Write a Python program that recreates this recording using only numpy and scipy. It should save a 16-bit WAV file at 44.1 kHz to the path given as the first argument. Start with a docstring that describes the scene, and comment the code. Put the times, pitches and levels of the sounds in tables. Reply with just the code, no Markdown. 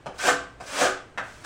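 """Hand tool on a board's edge

A bare, echoing room, the microphone far enough off to hear mostly the walls. A hand tool is set down
with a knock and pushed along the edge of a board, biting harder and harder: the teeth hiss, chips tear,
and board and blade ring. After two such strokes it is set down again, slides lightly and begins to bite."""
import sys
import numpy as np
from scipy import signal
from scipy.fft import rfft, irfft
from scipy.io import wavfile

SR = 44100
rng = np.random.default_rng(int(sys.argv[2]) if len(sys.argv) > 2 else 0)


def transcribe(signal):
    """Save signal, clipped to [-1, 1], as a 16-bit WAV file at the path in sys.argv[1]."""
    frames = np.atleast_2d(signal).T
    limited = np.clip(frames, -1, 1)
    pcm = np.round(limited * 32767).astype(np.int16)
    wavfile.write(sys.argv[1], SR, pcm)


N = 63945
TIME = np.arange(N) / SR

# Room tone. Each row: frequency in Hz, relative level in dB.
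ROOM_TONE_SPECTRUM = [(25, -3), (40, -8), (62, 5.5), (85, -7), (118, 1.5), (175, -7.5), (370, -6.5),
                      (450, -9.5), (1400, -15.5), (2200, -19.5), (5000, -32.5), (8500, -33), (11500, -52),
                      (16000, -50)]
# The room's tail. Each row: frequency in Hz, time to fall 60 dB in seconds.
ROOM_DECAY = [(150, 0.19), (500, 0.44), (1600, 0.43), (4000, 0.4), (8000, 0.32), (14000, 0.14)]
# Modes of board and blade. Each row: frequency in Hz, relative level in dB, time to fall 60 dB in seconds.
BOARD_MODES = [(154.7, -13.5, .4), (280.2, -2, 0.48), (377, -3.5, 0.46), (496.9, 4, 0.38), (614, -6, 0.37),
               (683, 0.5, 0.38), (736.6, 4, 0.1), (763.3, -2, .3), (852.5, -8.5, 0.27), (894, -5, 0.18),
               (1056, -4.5, 0.46)]
BLADE_MODES = [(1155, -7.5, 0.52), (1226, -5, 0.38), (1296, -8.5, 0.3), (1377, -9.5, 0.17),
               (1457, -5.5, 0.37), (1530.5, 1.5, 0.35), (1566, -1, 0.46), (1610, -3, 0.28),
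               (1781, -7.5, 0.31)]
# The tool meets the board. Each row: time in seconds, thump in dB, thud in dB and Hz, clack in dB and Hz,
# its width in octaves, clink in dB and Hz, tick in dB, its top in Hz, board ring and blade ring in dB.
KNOCKS = [(0.0598, -12.5, -1.5, 680, -6.5, 1130, 0.32, -17, 3040, -10, 4200, -18.5, -42),
          (0.6019, -19, -9.5, 764, -12.5, 705, 0.23, -18.5, 1536, -17, 16000, -23, -21.5),
          (1.1756, -16, 3, 845, 4, 1443, 0.53, -9, 2610, -5, 3640, -20.5, -10.5)]
# Light sliding before each cut. Each row: start and end in seconds, level in dB.
SLIDES = [(0.127, 0.19, -51.5), (0.597, 0.662, -47.5), (1.214, 1.45, -51.5)]
# Cuts. Each row: start, full bite and let-go in seconds, bite at the start and at full in dB, tearing trim
# in dB, its low cut in Hz, board trim and blade trim in dB, lag of the blade's ring in seconds.
STROKES = [(0.18, 0.274, 0.3, -14.5, 1.5, -2, 110, -4.5, 1, .006),
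           (0.66, 0.811, 0.86, -20.5, 0.5, 1.5, 240, -5.5, -4.5, 0.022),
           (1.441, 1.49, 1.55, -11.5, 6, 3, 200, -64, -21.5, 0)]
# Hiss of teeth, sizzle of finest dust, crunch of chips. Each row: frequency in Hz, relative level in dB.
HISS_SPECTRUM = [(150, -23), (500, 5.5), (1000, 3), (1600, 6), (2000, 2), (2700, 3), (4000, -2),
                 (6000, -2.5), (8000, -3.5), (10000, -12), (11700, -30), (13500, -20), (16000, -38)]
DUST_SPECTRUM = [(3000, -17), (6000, 4), (8500, -12), (10000, -2), (11700, -22), (13500, -11), (16000, -10)]
CRUNCH_SPECTRUM = [(60, -32), (140, -10.5), (280, -7.5), (600, 2.5), (800, 2.5), (950, -13.5), (1250, -0.5),
                   (1650, 0.5), (2000, -28.5), (3000, -25), (6000, -24.5), (12000, -67)]


def from_db(db):
    """Decibels to gain."""
    return 10 ** (np.asarray(db) / 20)


def unit_rms(x):
    """Scale to unit rms."""
    return x / np.sqrt(np.mean(x ** 2) + 1e-20)


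def at_hz(points, hz):
    """Read a table on a log-frequency axis."""
    f, value = np.transpose(points)
    return np.interp(np.log(np.maximum(hz, 1)), np.log(f), value)


def colour(x, spectrum):
    """Minimum-phase filter with the given spectrum and unit power gain."""
    size = 4096
    gains = from_db(at_hz(spectrum, np.arange(size // 2 + 1) * SR / size))
    cepstrum = irfft(np.log(gains))
    cepstrum[1:size // 2] *= 2
    cepstrum[size // 2 + 1:] = 0
    response = irfft(np.exp(rfft(cepstrum)))
    return signal.fftconvolve(x, response / np.linalg.norm(response))[:N]


def band(x, low, high):
    """Band-pass, edges in Hz."""
    sos = signal.butter(2, [low, min(high, SR / 2 - 100)], "band", fs=SR, output="sos")
    return signal.sosfilt(sos, x + 1e-18)


def ring(x, hz, t60):
    """One mode, with unit power gain."""
    r, w = np.exp(-np.log(1000) / (t60 * SR)), 2 * np.pi * hz / SR
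    gain = np.sin(w) * np.sqrt(2 * (1 - r * r))
    return signal.lfilter([0, gain], [1, -2 * r * np.cos(w), r * r], x + 1e-18)


def grains(per_s, spread_db):
    """Random clicks of uneven size, rms 1."""
    sizes = from_db(spread_db * np.minimum(rng.exponential(1, N), 3)) * rng.choice([-1, 1], N)
    return unit_rms(sizes * (rng.random(N) < per_s / SR))


def bite_db(stroke, lag_s=0, catch_s=0.0068, sag_db=7, release_db_per_s=408):
    """Depth of cut: a sudden catch, a steady swell, a short sag and a quick release."""
    start, full, end, start_db, full_db = stroke[:5]
    t = TIME - lag_s
    swell = np.interp(t, [start - catch_s, start, full, end], [-90, start_db, full_db, full_db - sag_db])
    return swell - release_db_per_s * np.maximum(t - end, 0)


def room_tone():
    """The low, steady noise of the room."""
    return unit_rms(colour(rng.standard_normal(N), ROOM_TONE_SPECTRUM))


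def room_response(delay_s=0.003, early_db=-4, early_t60=0.088, tail_db=2):
    """Close walls give a burst of early echoes, then a tail that dies sooner in the treble."""
    edges = np.geomspace(60, 20000, 15)
    white, out = rng.standard_normal((2, N)), np.zeros(N)
    age = np.maximum(TIME - delay_s, 0)
    for k, (low, high) in enumerate(zip(edges, edges[1:])):
        decays = [(early_db, early_t60), (tail_db, at_hz(ROOM_DECAY, np.sqrt(low * high)))]
        fade = sum(from_db(db) * np.exp(-np.log(1000) * age / t60) / np.sqrt(t60) for db, t60 in decays)
        echoes = band(white[k % 2] * fade * (age > 0), low, high)
        out += echoes / np.linalg.norm(echoes) * np.sqrt(2 * (high - low) / SR)
    return out


def room_echoes(x, sets=4, change_s=0.012):
    """The tool keeps moving, so its sound fades from one set of echoes into the next."""
    out = np.zeros(N)
    for k in range(sets):
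        away = (TIME / change_s + k) % sets - 1
        share = np.sqrt(np.maximum(1 - np.abs(away), 0))
        out += signal.fftconvolve(x * share, room_response())[:N]
    return out


def wall_slap(x, delay_s=0.006):
    """The nearest wall throws a sharp sound straight back at the microphone."""
    return np.interp(TIME - delay_s, TIME, x, left=0)


def resonate(chips, modes, cuts, knock_dbs):
    """A body rings at each knock and under each cut, given as (level in dB, swell in dB over time)."""
    blows, out = np.zeros(N), np.zeros(N)
    for knock, db in zip(KNOCKS, knock_dbs):
        blows[int(knock[0] * SR)] = from_db(db)
    drives = [(from_db(db), chips * from_db(swell_db)) for db, swell_db in cuts]
    for k, (hz, db, t60) in enumerate(modes):
        rubbed = sum(gain * unit_rms(ring(drive, hz, t60)) for gain, drive in drives)
        out += (-1) ** k * from_db(db) * (rubbed + ring(blows, hz, t60))
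    return out


def board(chips, base_db=-41, growth=2.05):
    """The board booms when knocked and once the cut is deep; growth is dB of drive per dB of bite."""
    cuts = [(base_db + stroke[7], growth * bite_db(stroke, lag_s=0.0045)) for stroke in STROKES]
    return resonate(chips, BOARD_MODES, cuts, [knock[-2] for knock in KNOCKS])


def blade(chips, base_db=-43, growth=1.11):
    """The blade rings when knocked and towards the end of a stroke."""
    cuts = [(base_db + stroke[8], growth * bite_db(stroke, lag_s=stroke[9])) for stroke in STROKES]
    return resonate(chips, BLADE_MODES, cuts, [knock[-1] for knock in KNOCKS])


def knocks(thump_hz=160, contact_s=0.0051):
    """Each set-down is a low thump, a woody thud, a harder clack, a thin clink and a tick of the teeth."""
    out = np.zeros(N)
    for (start, thump_db, thud_db, thud_hz, clack_db, clack_hz, clack_octaves,
         clink_db, clink_hz, tick_db, top_hz, *_) in KNOCKS:
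        click = np.zeros(N)
        click[int(start * SR)] = 1
        for db, hz, octaves in [(thump_db, thump_hz, 1.2), (thud_db, thud_hz, 0.96),
                                (clack_db, clack_hz, clack_octaves), (clink_db, clink_hz, 0.091)]:
            body = band(click, hz / 2 ** (octaves / 2), hz * 2 ** (octaves / 2))
            out += from_db(db) * body / np.linalg.norm(body)
        burst = rng.standard_normal(N) * (TIME >= start) * np.exp(-np.abs(TIME - start) / contact_s)
        tick = colour(burst / np.linalg.norm(burst), HISS_SPECTRUM)
        out += from_db(tick_db) * signal.lfilter(*signal.butter(1, top_hz, fs=SR), tick)
    return out


def teeth(base_db=-21.5, clicks_per_s=6000, spread_db=2.5, dust_db=-38, dust_growth=0.85):
    """Dense tiny clicks hiss under every cut and, faintly, in the slides; a light touch is brighter."""
    cutting = sum(from_db(base_db + bite_db(stroke)) for stroke in STROKES)
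    fade_s = 0.021
    sliding = sum(from_db(db) * np.interp(TIME, [start, start + fade_s, end, end + fade_s], [0, 1, 1, 0])
                  for start, end, db in SLIDES)
    touch = cutting + sliding
    hiss = colour(grains(clicks_per_s, spread_db) * touch, HISS_SPECTRUM)
    dust = grains(clicks_per_s, spread_db) * (touch / touch.max()) ** dust_growth
    return hiss + from_db(dust_db) * colour(dust, DUST_SPECTRUM)


def tearing(chips, base_db=-22.5, growth=1.47):
    """Chips break away with a dull crunch that grows faster than the hiss."""
    crunch = np.zeros(N)
    for stroke in STROKES:
        trim_db, low_cut_hz = stroke[5:7]
        burst = chips * from_db(base_db + trim_db + growth * bite_db(stroke, lag_s=0.015))
        crunch += band(burst, low_cut_hz, SR / 2)
    return colour(crunch, CRUNCH_SPECTRUM)


def scene():
    """Tool and board at one microphone, mostly by way of the walls, over low room tone."""
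    chips = grains(per_s=700, spread_db=7)  # the same clicks drive crunch, board and blade
    cutting = teeth() + tearing(chips)
    blows = knocks()
    background = from_db(-50.5) * room_tone()
    walls = room_echoes(cutting + blows) + from_db(-12) * wall_slap(blows)
    direct = from_db(-15) * cutting + from_db(-12) * blows
    return (background + walls + board(chips) + blade(chips) + direct)[None]


def record(dry, cutoff_hz=15900):
    """The recorder cuts the highest treble steeply."""
    return signal.sosfilt(signal.ellip(12, .1, 80, cutoff_hz, fs=SR, output="sos"), dry)


dry = scene()
out = record(dry)
transcribe(out)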